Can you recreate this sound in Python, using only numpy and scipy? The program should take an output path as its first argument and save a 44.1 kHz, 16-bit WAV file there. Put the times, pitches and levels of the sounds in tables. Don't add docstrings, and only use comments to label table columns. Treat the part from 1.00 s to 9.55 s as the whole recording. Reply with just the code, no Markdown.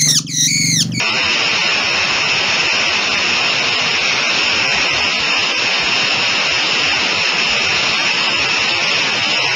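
import sys
import numpy as np
from scipy import signal
from scipy.fft import rfft, irfft, dct
from scipy.io import wavfile

SR = 44100
rng = np.random.default_rng(int(sys.argv[2]) if len(sys.argv) > 2 else 0)


def ratio_of_db(decibels):
    return 10 ** (np.asarray(decibels, float) / 20)


def inscribe(sig):
    pcm = np.round(np.clip(np.atleast_2d(sig).T, -1, 1) * 32767)
    wavfile.write(sys.argv[1], SR, pcm.astype(np.int16))


N = 377055

# frequency in Hz, density in dB per Hz.
ROAR_SPECTRUM = [(30, -12.5), (70, -11.5), (95, -5.5), (125, -1.5), (300, -1.5), (1000, 0.5), (1700, -2),
                 (2200, 0), (3150, 0.5), (3380, -3.5), (3650, 1.5), (3900, 1), (4100, -1.5)]
# time in seconds, level in dB, port tone in Hz, leak hiss in dB.
CAMERA_TURNS = [(0.0, -12.5, 2500, -9.5), (0.04, -18, 2550, -7), (0.07, -15.5, 2613, -11.5),
                (2.31, -15.5, 2650, -11.5), (2.76, -15.5, 2692, -8.5), (3.19, -16, 2477, -9),
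                (3.4, -15, 2686, -10.5), (3.86, -15, 2552, -12.5), (3.93, -15, 2620, -18.5),
                (3.97, -16.5, 2614, -11), (4.05, -16, 2670, -20.5), (4.17, -16.5, 2590, -8),
                (4.4, -15, 2725, -12), (4.57, -18, 2610, -12), (4.62, -16, 2680, -10),
                (5.52, -15.5, 2662, -12), (7.98, -15.5, 2649, -10.5), (8.55, -15.5, 2658, -12)]
# time in seconds, tone
# shift in %, port swell in dB, leak swell in dB.
TONE_SWAYS = [(.15, 0.2, -1.7, -0.5), (.3, 1.4, -0.6, -4), (.65, 1.2, -0.5, -4.5), (.9, -2.4, -0.3, 1.6),
              (1.149, -1.1, -1.2, 1.8), (1.45, -0.5, 0.9, 3), (1.75, -.7, 0.6, -1), (2.1, 1.5, -2.1, 0.5),
              (2.35, 1, 0.4, -1.5), (2.6, -3, -2, 0.5), (2.95, -0.3, 0, 1.5), (3.15, -4.5, 1.5, 1),
              (3.5, 1.6, 0, -0.9), (3.7, -1.1, -1.5, 0), (3.9, 1.4, -0.4, -2.5), (4.2, 3, -0.5, 1.9),
              (4.4, 1, 1.4, 2.3), (4.7, -2.5, -0.5, 1.8), (4.95, 1.5, 0.8, 1.4), (5.15, 0.2, .3, 0.7),
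              (5.3, -0.2, .5, -1.5), (5.45, 1.5, -1.2, -2.6), (5.65, 5.5, -0.4, -4.5), (5.9, 1, 1, -1.7),
              (6.2, -1.4, -0.6, 1.7), (6.5, 0.3, 0.1, 0.7), (6.7, -2.3, 0.2, -1.5), (6.85, 0.1, 1.1, 2),
              (7.05, -0.3, 1.35, 0.2), (7.25, 2, -0.5, -2.3), (7.45, -2, 0.1, 1.2), (7.6, .4, 1.1, 0),
              (7.8, -1.4, 0.46, 1.4), (8.05, -0.9, 1, 1.3), (8.3, 3.5, 0.9, -0.3), (8.5, -6, -1, 2.5)]
# time in seconds, change in dB.
LEAK_PUFFS = [(0.091, -3.5), (.2, -3.5), (.31, -10.5), (.45, -1.5), (.57, 5), (.61, -4.5), (.68, -4.5),
              (.86, 3.5), (1.33, -2.5), (1.379, 3.5), (2.9, 1.5), (3.332, 4.5), (3.49, 5.5), (3.67, -2.5),
              (3.741, -5), (3.79, -3), (3.84, -4.5), (3.979, -3.5), (5.67, -7.5), (6.828, 3.5),
              (7.05, -4.5), (7.32, 5), (7.75, 2.5), (7.86, 3.5), (8.378, -3.5), (8.45, 4.5)]
# time in seconds, pitch in Hz, level in dB.
GUST_THUMPS = [(1.139, 55.4, -34.5), (1.364, 69.5, -34.5), (3.027, 53.9, -35.5), (3.765, 69, -28.5),
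               (3.987, 71.7, -31.5), (4.212, 62.5, -32), (4.85, 71.2, -33.5), (6.003, 69.8, -36.5),
               (6.515, 54.8, -28.5), (7.413, 69.8, -30.5), (0.249, 89.7, -32), (.96, 85.7, -34),
               (1.68, 85.4, -32), (2.199, 86.3, -36.5), (4.4, 99, -35), (3.55, 85.6, -33),
               (5.55, 85.4, -31), (5.9, 86.5, -33), (6.67, 86.7, -33.5), (7.62, 85.9, -34.5)]
# frequency in Hz, step change in dB.
STEP_BEND = [(100, -.7), (800, -1.2), (1700, 1.2), (2100, .3), (2600, -1.4), (3500, .9), (4400, 1.8),
             (4900, -2.3), (5250, -2.1), (5550, 2), (6100, -2.7), (6900, -2.5), (7300, .5)]
SPENT_S = [1.139, 1.299, 1.811, 2.035, 2.067, 2.355, 2.547, 3.027, 3.123, 3.347, 3.443, 4.211, 4.467, 4.595,
           4.627, 5.139, 5.459, 5.491, 6.003, 6.643, 6.771, 6.515]
RICH_S = [0.339, 0.563, 0.723, 0.755, 0.947, 1.075, 1.171, 1.203, 1.395, 1.491, 1.523, 1.619, 1.939, 2.131,
          2.291, 2.323, 2.643, 2.675, 3.379, 3.827, 3.987, 4.115, 4.499, 4.659, 4.851, 5.171, 5.203, 5.299,
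          5.331, 5.523, 5.587, 5.715, 5.747, 6.099, 6.323, 6.387, 6.803, 6.835, 6.899, 7.443, 7.507, 7.571,
          7.827, 8.147, 8.307]
LEAN_S = [0.051, 0.083, 0.115, 0.147, 0.211, 0.275, 0.307, 0.627, 0.659, 7.795, 7.283, 0.595, 0.691, 0.915,
          1.235, 1.683, 2.163, 2.611, 2.771, 3.251, 3.283, 3.411, 3.699, 3.731, 3.859, 3.891, 4.083, 4.147,
          4.179, 4.371, 4.563, 4.947, 5.555, 5.939, 6.675, 6.739, 6.995, 7.347, 7.379, 7.731, 7.763, 7.859,
          8.115, 8.211, 8.499]
DRY_S = [1.715, 1.875, 2.099, 2.995, 3.699, 3.667, 3.923, 4.019, 6.579, 7.027, 7.475, 7.891, 8.275, 8.339,
         8.371, 8.403, 8.467]
EMPTY_S = [
    5.491,
]
# frequency in Hz, gain in dB.
PLAYBACK_FILTER = [(7000, 0), (7600, -2), (8000, -6.5), (8400, -14), (8800, -27.5), (9400, -58),
                   (10000, -83)]

CAMERA_RATE = 8008.77
FILE_RATE, FRAME = 16000, 512
FIRST = 309 - FRAME


def airflow():
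    hz = np.fft.rfftfreq(N, 1 / SR)
    spectrum = rfft(rng.standard_normal(N)) * ratio_of_db(at_hz(ROAR_SPECTRUM, hz))
    roar = irfft(spectrum * (hz < CAMERA_RATE / 2), N)
    buffet_db = 0.26 * drift(rate=9.0)
    return roar * ratio_of_db(buffet_db)


def microphone_port(roar, port_hz, bend_percent, swell_db):
    waver = 0.014 * drift(rate=20.0)
    tone_hz = port_hz * (1 + bend_percent / 100 + waver)
    ringing = ratio_of_db(11) * resonance(roar, tone_hz, width=345)
    eddies_db = 1.0 * drift(rate=18.0)
    return ratio_of_db(swell_db + eddies_db) * ringing


def canopy_leaks(roar, leak_db, draught_db):
    turning_db = 0.7 * (leak_db - leak_db.mean())
    puffs_db = sum(db * bell(s, width_s=0.02) for s, db in LEAK_PUFFS)
    flutter_db = 1.0 * drift(rate=20.0)
    hiss = filtered(roar, signal.butter(2, 3300, "high", fs=SR, output="sos"))
    return roar + (ratio_of_db(turning_db + puffs_db + draught_db + flutter_db) - 1) * hiss


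def thinnest_leak(roar):
    edge = filtered(roar, signal.butter(4, 3700, "high", fs=SR, output="sos"))
    flutter_db = 2 * drift(rate=16.0)
    return roar + (ratio_of_db(flutter_db) - 1) * edge


def thumps():
    t = np.arange(N) / SR
    out = np.zeros(N)
    for s, hz, db in GUST_THUMPS:
        out += ratio_of_db(db) * bell(s, width_s=0.024) * np.sin(2 * np.pi * hz * (t - s) + 0.68)
    return out


def at_hz(points, hz):
    point_hz, db = np.transpose(points)
    return np.interp(np.log(hz + 1), np.log(point_hz), db)


def in_time(rows):
    s, *columns = np.transpose(rows)
    return [np.interp(np.arange(N) / SR, s, column) for column in columns]


def bell(s, width_s):
    return np.exp(-0.5 * ((np.arange(N) / SR - s) / width_s) ** 2)


def rms_one(x):
    return x / np.sqrt(np.mean(x ** 2))


def drift(rate):
    r = np.exp(-2 * np.pi * rate / SR)
    noise = rng.standard_normal(N + SR)
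    return rms_one(signal.lfilter([1], [1, -2 * r, r * r], noise)[SR:])


def filtered(x, sos):
    return signal.sosfilt(sos, x)


def resonance(x, hz, width):
    r = np.exp(-np.pi * width / SR)
    zeros = np.array([1, 0, -1]) * (1 - r * r) / 2
    out, state = np.zeros(N), np.zeros(2)
    for i in range(0, N, 512):
        poles = [1, -2 * r * np.cos(2 * np.pi * hz[i] / SR), r * r]
        out[i:i + 512], state = signal.lfilter(zeros, poles, x[i:i + 512], zi=state)
    return out


def scene():
    level_db, port_hz, leak_db = in_time(CAMERA_TURNS)
    sways = sum(np.outer(row[1:], bell(row[0], width_s=0.06)) for row in TONE_SWAYS)
    bend_percent, swell_db, draught_db = sways
    roar = canopy_leaks(airflow(), leak_db, draught_db)
    port = microphone_port(roar, port_hz, bend_percent, swell_db)
    wind = rms_one(thinnest_leak(roar) + port)
    return (ratio_of_db(level_db + 1.5) * wind + thumps())[None]


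def camera_input(x):
    ceiling = 0.3
    clipped = ratio_of_db(1.5) * ceiling * np.tanh(x / ceiling)
    clipped = filtered(clipped, signal.butter(2, 60, "high", fs=SR, output="sos"))
    return filtered(clipped, signal.cheby1(4, 1, 3960, fs=SR, output="sos"))


def held_samples(x):
    count = np.floor(np.arange(N) * CAMERA_RATE / SR)
    return x[(count * SR / CAMERA_RATE).astype(int)]


def step_wander(count):
    wander_db = 0.3 + 0.6 * np.clip(rng.standard_normal(count), -2, 2)
    marked = ((SPENT_S, -3.7), (RICH_S, -1.8), (LEAN_S, 1.9), (DRY_S, 2.6), (EMPTY_S, 3.0))
    for times, step_db in marked:
        frame = np.round((np.array(times) * FILE_RATE - FIRST) / FRAME).astype(int)
        wander_db[frame] = step_db
    return wander_db[:, None]


def smooth_envelope(lines, order):
    lags = dct(lines ** 2 + 1e-12, axis=1)[:, :order + 1]
    square = lags[:, np.abs(np.subtract.outer(np.arange(order), np.arange(order)))]
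    poles = np.linalg.solve(square, -lags[:, 1:, None])[:, :, 0]
    turn = np.exp(-1j * np.pi * np.outer(np.arange(1, order + 1), np.arange(FRAME) + 0.5) / FRAME)
    shape = 1 / np.abs(1 + poles @ turn) ** 2
    return shape / shape.mean(axis=1, keepdims=True)


def camera_compression(x):
    n = np.arange(2 * FRAME) + 0.5
    window = np.sin(np.pi * n / 2 / FRAME)[:, None] * np.sqrt(2 / FRAME)
    basis = np.cos(np.pi / FRAME * np.outer(n + FRAME / 2, n[:FRAME])) * window
    blocks = np.resize(np.roll(x, -FIRST), (len(x) // FRAME + 3, FRAME))
    lines = np.hstack([blocks[:-1], blocks[1:]]) @ basis

    loudness = np.sqrt(np.mean(lines ** 2))
    bend_db = at_hz(STEP_BEND, n[:FRAME] * FILE_RATE / 2 / FRAME)
    step = loudness * ratio_of_db(7.6 + step_wander(len(lines)) + bend_db)
    step = step * smooth_envelope(lines, order=10) ** (1 / 4)

    kept = np.sign(lines) * np.floor(np.abs(lines) / step + 0.5)
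    kept = kept * (np.arange(FRAME) < 465)
    noise_table = 2 * rng.random((16, FRAME)) - 1
    filler = np.resize(noise_table, lines.shape)
    frames = (step * (kept + ratio_of_db(-28.0) * np.sqrt(3) * filler)) @ basis.T
    return (frames[1:, :FRAME] + frames[:-1, FRAME:]).ravel()


def playback(x):
    hz = np.fft.rfftfreq(N, 1 / SR)[:len(x)]
    early_s = 0.375 / FILE_RATE
    images = np.fft.fft(x) * ratio_of_db(at_hz(PLAYBACK_FILTER, hz)) * np.exp(2j * np.pi * hz * early_s)
    return irfft(images, N)[None] * N / len(x)


def low_pass(x):
    return signal.sosfilt(signal.butter(12, 9230, fs=SR, output="sos"), x)


def record(dry):
    size = N * FILE_RATE // SR
    held = held_samples(camera_input(dry[0]))
    low = irfft(rfft(held)[:size // 2 + 1], size) * size / N
    squeezed = camera_compression(np.roll(low, FRAME))[-FIRST:][:size]
    return low_pass(playback(squeezed))


dry = scene()
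out = record(dry)
inscribe(out)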